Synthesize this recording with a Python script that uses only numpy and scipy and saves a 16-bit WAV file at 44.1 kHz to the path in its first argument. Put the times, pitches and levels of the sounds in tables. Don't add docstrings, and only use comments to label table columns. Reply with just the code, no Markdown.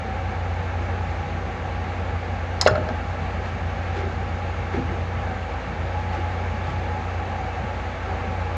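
import sys
import numpy as np
from scipy import signal
from scipy.fft import rfft, irfft, next_fast_len
from scipy.io import wavfile
from scipy.ndimage import uniform_filter1d, map_coordinates

SR = 44100
rng = np.random.default_rng(int(sys.argv[2]) if len(sys.argv) > 2 else 0)


def digitize_waveform(pressure):
    field = np.atleast_2d(pressure).T
    bounded = np.clip(field, -1, 1)
    quanta = np.round(bounded * 32767).astype(np.int16)
    wavfile.write(sys.argv[1], SR, quanta)


N = 377918


def amp(db):
    return 10 ** (np.asarray(db) / 20)


def unit(x):
    return x / np.sqrt(np.mean(x ** 2) + 1e-20)


def along(points, hz):
    point_hz, value = np.transpose(points)
    return np.interp(np.log(hz + 1), np.log(point_hz + 1), value)


def curves(rows):
    s, *columns = np.transpose(rows)
    return [np.interp(np.arange(N) / SR, s, column) for column in columns]


def wobble(rate):
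    knots = rng.standard_normal(int(N * 20 / SR) + 4)
    return map_coordinates(knots, [np.arange(N) * min(rate, 20) / SR])


def filtered(x, response):
    m = next_fast_len(N + SR // 2)
    return irfft(rfft(x, m) * response(np.fft.rfftfreq(m, 1 / SR)), m)[:N]


def bump(hz, centre_hz, width_hz):
    return 1 / (1 + (2 * (hz - centre_hz) / width_hz) ** 2)


def rush(response, patchy_db):
    z = signal.stft(rng.standard_normal(N), nperseg=512)[2]
    field = uniform_filter1d(rng.standard_normal(z.shape), 6, 0)
    field = uniform_filter1d(field, 10, 1)
    patchy = signal.istft(z * amp(patchy_db * unit(field)), nperseg=512)[1][:N]
    return unit(filtered(patchy, response))


def sine(phase, level_db):
    return np.sqrt(2) * amp(level_db) * np.sin(phase + rng.uniform(0, 2 * np.pi))


TURN_S, TURN_LASTS_S = 5.75, 0.8


def turn(before, after):
    share = np.clip((np.arange(N) / SR - TURN_S) / TURN_LASTS_S + .5, 0, 1)
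    return before + (after - before) * share


# before_turn_db, after_turn_db
AIR_LEVELS = [(-35.5, -35.5), (-34, -33.5), (-48, -47.5)]
# freq_hz, relative_db
RUMBLE_SPECTRUM = [(18, -35), (30, -22), (64, -5), (86, 1), (109, -6), (140, -7.5), (230, -8), (289, -29),
                   (329, -18.5), (400, -14), (520, -48), (880, -120)]
ROAR_SPECTRUM = [(150, -33.5), (250, -13), (269, -13), (287, -15.5), (320, -3.5), (422, -10.5), (474, -2.5),
                 (600, -5.5), (826, -6.5), (959, -9.5), (1150, -11.5), (2270, -14.5), (3200, -29),
                 (4160, -46), (7040, -120)]
HISS_SPECTRUM = [(1290, -30), (2200, -1.5), (2500, -13), (2900, -10.5), (3500, -9.5), (4500, -14),
                 (5300, -19.5), (6600, -19), (7200, -24), (7700, -31), (8500, -39), (9500, -45.5),
                 (10200, -64), (13000, -50), (22000, -120)]
# centre_hz, width_hz, boost_db
PLATE_RESONANCES = [(351, 22, -6), (475, 12, 3.5), (557, 44, 2.5), (666, 30, 2.5), (1144.5, 29, 8),
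                    (1309, 110, 5.5), (885, 30, 3), (1580, 83, 5.5), (1697, 49, 5.5), (1827, 53, 4),
                    (2280, 67, 3.5), (2460, 60, 3), (2634, 30, 8), (2690, 40, 4), (2830, 75, 8),
                    (3010, 50, 4.5)]


def ventilation():
    rumble_db, roar_db, hiss_db = (turn(*levels) for levels in AIR_LEVELS)

    def roar_on_plates(hz):
        boost_db = sum(db * bump(hz, centre, width) for centre, width, db in PLATE_RESONANCES)
        return amp(along(ROAR_SPECTRUM, hz) + boost_db)

    rumble = rush(lambda hz: amp(along(RUMBLE_SPECTRUM, hz)), patchy_db=2.0)
    roar = rush(roar_on_plates, patchy_db=0.56)
    hiss = rush(lambda hz: amp(along(HISS_SPECTRUM, hz)), patchy_db=0.85)
    flutter = wobble(9.1)
    rumble *= amp(rumble_db + 0.31 * wobble(1.5))
    roar *= amp(roar_db + 0.3 * flutter)
    hiss *= amp(hiss_db + 0.17 * flutter)
    return rumble + roar + hiss


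# centre_hz, width_hz, before_turn_db, after_turn_db
DUCT_TONES = [(763.5, 56, -42, -40.5), (814.7, 23, -42.5, -48.5), (840, 30, -46.5, -41.5)]
DUCT_SWAY_DB = 2.2


def drone():
    out = np.zeros(N)
    for centre_hz, width_hz, before_db, after_db in DUCT_TONES:
        level_db = turn(before_db, after_db) + DUCT_SWAY_DB * wobble(2.94)
        out += amp(level_db) * rush(lambda hz: bump(hz, centre_hz, width_hz), patchy_db=0.5)
    return out


# cycle_multiple, rms_db around which each sways
ENGINE_ORDERS = [(5, -58), (6, -48), (9, -51), (10, -48), (11, -44), (15, -47), (18, -57), (19, -54),
                 (20, -54), (23, -54), (24, -53), (26, -55), (27, -56), (30, -55), (32, -59)]
# time_s, rms_db around which it sways
TWELFTH_ORDER_LEVEL = [(0, -32.5), (.5, -26.5), (1.0, -30.5), (1.6, -32.5), (2.1, -29), (3.3, -31),
                       (4.5, -29), (5.1, -28.5), (5.68, -36.5), (5.95, -28.5), (7.1, -29), (7.85, -34),
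                       (8.4, -29)]
CYCLE_HZ = 7.3515
EIGHTH_DB = -34
WAVER_DB = 0.3


def engine():
    crank = 2 * np.pi * CYCLE_HZ * np.arange(N) / SR + 0.029 * wobble(1.142)
    twelfth_db, = curves(TWELFTH_ORDER_LEVEL)
    orders = [*ENGINE_ORDERS, (8, EIGHTH_DB), (12, twelfth_db)]
    return sum(sine(round(order) * crank, db + WAVER_DB * wobble(2.0)) for order, db in orders)


# pitch_hz, rms_db around which it sways, unsteadiness_rad
SECOND_LINES = [(52.13, -55, .2), (61.96, -49, .2), (76.67, -43, .2), (153.3, -54, .4), (258.3, -48, 1.5)]


def second_machine():
    t = np.arange(N) / SR
    out = np.zeros(N)
    for hz, db, drift_rad in SECOND_LINES:
        phase = 2 * np.pi * hz * t + drift_rad * wobble(2.1)
        out += sine(phase, db + WAVER_DB * wobble(2.0))
    return out


# freq_hz, t60_s
BULKHEAD_DECAY = [(200, 1), (1500, 0.2), (7000, 0.16), (10000, 0.074)]


def bulkheads(x):
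    hz, t, z = signal.stft(rng.standard_normal(SR // 2), SR, nperseg=256)
    decay = amp(-60 * t / along(BULKHEAD_DECAY, hz)[:, None])
    tail = signal.istft(z * decay, SR, nperseg=256)[1]
    return signal.fftconvolve(np.pad(x, (200, 0)), tail / np.linalg.norm(tail))[:N]


def rattle(t, depth, size):
    jolts = rng.standard_normal(len(t))
    return 1 + depth * unit(signal.fftconvolve(jolts, np.hanning(size), "same"))


# centre_s, level_db, length_s
SCUFF_STROKES = [(3.203, -52, 0.017), (3.467, -43, 0.045), (3.89, -55, 0.033), (3.987, -39.5, 0.051),
                 (4.754, -41, 0.031), (6.15, -41.5, 0.039), (6.3, -50, 0.024), (6.69, -41, 0.039)]
# freq_hz, relative_db
BRUSH_SPECTRUM = [(400, -8.5), (1500, 5.5), (3000, -4.5), (5000, -14), (7000, -18), (8000, -30),
                  (9500, -62)]


def scuffs():
    t = np.arange(N) / SR
    stroke = sum(amp(db) * np.exp(-((t - s) / length) ** 2) for s, db, length in SCUFF_STROKES)
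    brush = rush(lambda hz: amp(along(BRUSH_SPECTRUM, hz)), patchy_db=1)
    return stroke * rattle(t, depth=0.49, size=150) * brush


def near(spot_hz, sharp):
    return lambda hz: 1 / (1 + (sharp * np.log2(hz / spot_hz)) ** 2)


def ring(modes, t, attack, favour):
    out = np.zeros(len(t))
    for hz, db, t60 in modes:
        strength = rng.choice([-1, 1]) * favour(hz)
        decay = amp(db + rng.normal(0, 1.5) - 60 * t / t60)
        out += strength * decay * np.sin(2 * np.pi * hz * t)
    return out * (1 - np.exp(-t / attack))


def damped(modes, damping):
    return [(hz, db, t60 / damping) for hz, db, t60 in modes]


# start_s, level_db, spot_hz near which it rings best
KNOCK_BLOWS = [(.80, -30, 358), (2.428, -31, 298), (2.666, -28.5, 258), (2.697, -18, 112),
               (2.721, -18.5, 180), (2.78, -20, 297), (2.809, -26.5, 350), (2.84, -29, 193),
               (2.899, -21, 230), (3.96, -24.5, 393), (4.03, -24, 393), (4.13, -30.5, 238),
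               (4.737, -21.5, 380), (4.739, -27, 200), (4.771, -18, 240), (4.777, -23.5, 344),
               (4.775, -22, 475), (4.809, -29, 475), (4.789, -22, 128), (4.871, -22, 190),
               (4.919, -26, 340), (6.173, -29, 361), (6.68, -20.5, 121), (8.071, -25, 385),
               (8.231, -25, 450)]
# pitch_hz, relative_db, t60_s before damping
BOX_MODES = [(103, 0, .35), (122, 0, .3), (180, -4, .25), (228, -3, .25), (258, 0, .3), (300, -5, .2),
             (348, 0, .25), (395, -3, .25), (478, -2, .3)]
BOX_DAMPING = 1.4


def knocks():
    out, t = np.zeros(N + SR), np.arange(SR // 2) / SR
    modes = damped(BOX_MODES, BOX_DAMPING)
    for s, db, spot_hz in KNOCK_BLOWS:
        blow = ring(modes, t, 0.0053, near(spot_hz, 6.1))
        blow *= rattle(t, depth=0.24, size=1000)
        out[round(s * SR):][:len(t)] += amp(db) * blow
    return out[:N]


SOFT_HZ = 3720


def soften(hz):
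    return 1 / (1 + (hz / SOFT_HZ) ** 6)


# start_s, level_db, spot_hz near which the struck part rings best
PLIER_CLICKS = [(2.612, -10.5, 4800), (2.6124, -13, 7100), (2.62, -24, 5000), (2.624, -28, 6400),
                (2.653, -22.5, 4150), (2.661, -21.5, 4150), (2.663, -23.5, 5000), (2.6735, -19, 3400),
                (2.6727, -18.5, 5200), (2.6772, -25, 6500), (2.708, -34, 4300), (2.754, -32, 4100),
                (2.8875, -36, 4480), (4.751, -41, 3600)]
# pitch_hz, relative_db, t60_s before damping
STEEL_MODES = [(2310, -16, .04), (3380, -5, .03), (4150, -4, .035), (4560, -5, .03), (4900, -5, .025),
               (5180, -1, .03), (5450, -6, .025), (6000, -10, .03), (6400, -7, .03), (6770, -1, .03),
               (7100, -8, .03), (7900, -13, .03), (9330, -7, .03), (10200, -3, .03), (11700, -2, .015)]
# start_s, level_db, spot_hz near which the struck spot rings best
BENCH_CONTACTS = [(2.612, -19.5, 970), (2.614, -24, 2000), (2.626, -19, 900), (2.6621, -12.5, 2000),
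                  (2.6622, -1.5, 560), (2.6635, -14, 1110), (2.668, -14.5, 2800), (2.673, -13, 1570),
                  (2.6775, -13, 1490), (2.683, -17, 1290), (2.669, -14.5, 590), (2.685, -18.5, 620),
                  (2.6925, -19, 460), (2.701, -29, 800), (2.708, -19, 410), (2.733, -29, 600),
                  (2.753, -23, 1430), (2.753, -14.5, 613), (2.766, -30, 1550), (2.778, -16, 634),
                  (2.80, -24, 620), (2.818, -36, 1310), (2.84, -24, 805), (2.888, -24.5, 1590),
                  (2.89, -24.5, 640), (2.898, -29, 1150), (2.929, -29, 640), (4.738, -25, 2190),
                  (4.88, -28, 2750), (4.891, -34, 2100)]
# pitch_hz, relative_db, t60_s
BENCH_MODES = [(404, -4, .1), (487, -3, .06), (570, -1, .035), (621, -4.5, .13), (700, -12, .04),
               (800, -6, .08), (960, -8, .06), (1100, -5, .07), (1265, -6, .08), (1335, -2, .07),
               (1430, -4, .06), (1590, -3, .05), (1640, -6, .06), (1782, -7, .05), (1990, -6, .04),
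               (2137, -7, .04), (2700, -6, .04), (2900, -8, .04)]
# freq_hz, relative_db
CRACK_SPECTRUM = [(300, -7), (900, 8.5), (2500, -0.5), (5000, -1.5), (7000, -22), (9000, -26), (13000, -43)]
STEEL_DAMPING = 1.4
SPOT_SHARPNESS = 4.5
CRACK_OVER_STEEL_DB, CRACK_OVER_BENCH_DB = -9, -10
CRACK_DB_PER_OCTAVE = 5
TICK_DB, TICK_S, CRACK_S = -5, 0.0021, 0.023


def contacts():
    out, t = np.zeros(N + SR), np.arange(SR // 2) / SR
    grit = rush(lambda hz: amp(along(CRACK_SPECTRUM, hz)), patchy_db=3)
    dull_grit = filtered(grit, soften)
    onset = 1 - np.exp(-(t / 0.0016) ** 2)
    crack_shape = (amp(-60 * t / CRACK_S) + amp(TICK_DB - 60 * t / TICK_S)) * onset
    steel = damped(STEEL_MODES, STEEL_DAMPING)
    for s, db, spot_hz in PLIER_CLICKS:
        start = round(s * SR)
        blow = ring(steel, t, 0.0006, near(spot_hz, SPOT_SHARPNESS))
        blow *= rattle(t, depth=0.53, size=40)
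        crack = crack_shape * np.roll(grit, -start)[:len(t)]
        blow += amp(CRACK_OVER_STEEL_DB) * crack
        out[start:][:len(t)] += amp(db) * blow
    for s, db, spot_hz in BENCH_CONTACTS:
        start = round(s * SR)
        attack = 0.26 / spot_hz
        blow = ring(BENCH_MODES, t, attack, near(spot_hz, SPOT_SHARPNESS))
        blow *= rattle(t, depth=0.37, size=300)
        crack_db = CRACK_OVER_BENCH_DB + CRACK_DB_PER_OCTAVE * np.log2(spot_hz / 1000)
        crack = crack_shape * np.roll(dull_grit, -start)[:len(t)]
        blow += amp(crack_db) * crack
        out[start:][:len(t)] += amp(db) * blow
    return out[:N]


def scene():
    machinery = ventilation() + drone() + engine() + second_machine()
    tools = scuffs() + knocks() + contacts()
    return (machinery + tools + amp(-13.0) * bulkheads(tools))[None]


TOP_HZ, BASS_HZ = 13044, 38


def record(dry):
    held = dry[0] / (1 + np.abs(dry[0] / .95) ** 6) ** (1 / 6)
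    return filtered(held, lambda hz: (hz < TOP_HZ) * hz ** 4 / (hz ** 4 + BASS_HZ ** 4))[None]


dry = scene()
out = record(dry)
digitize_waveform(out)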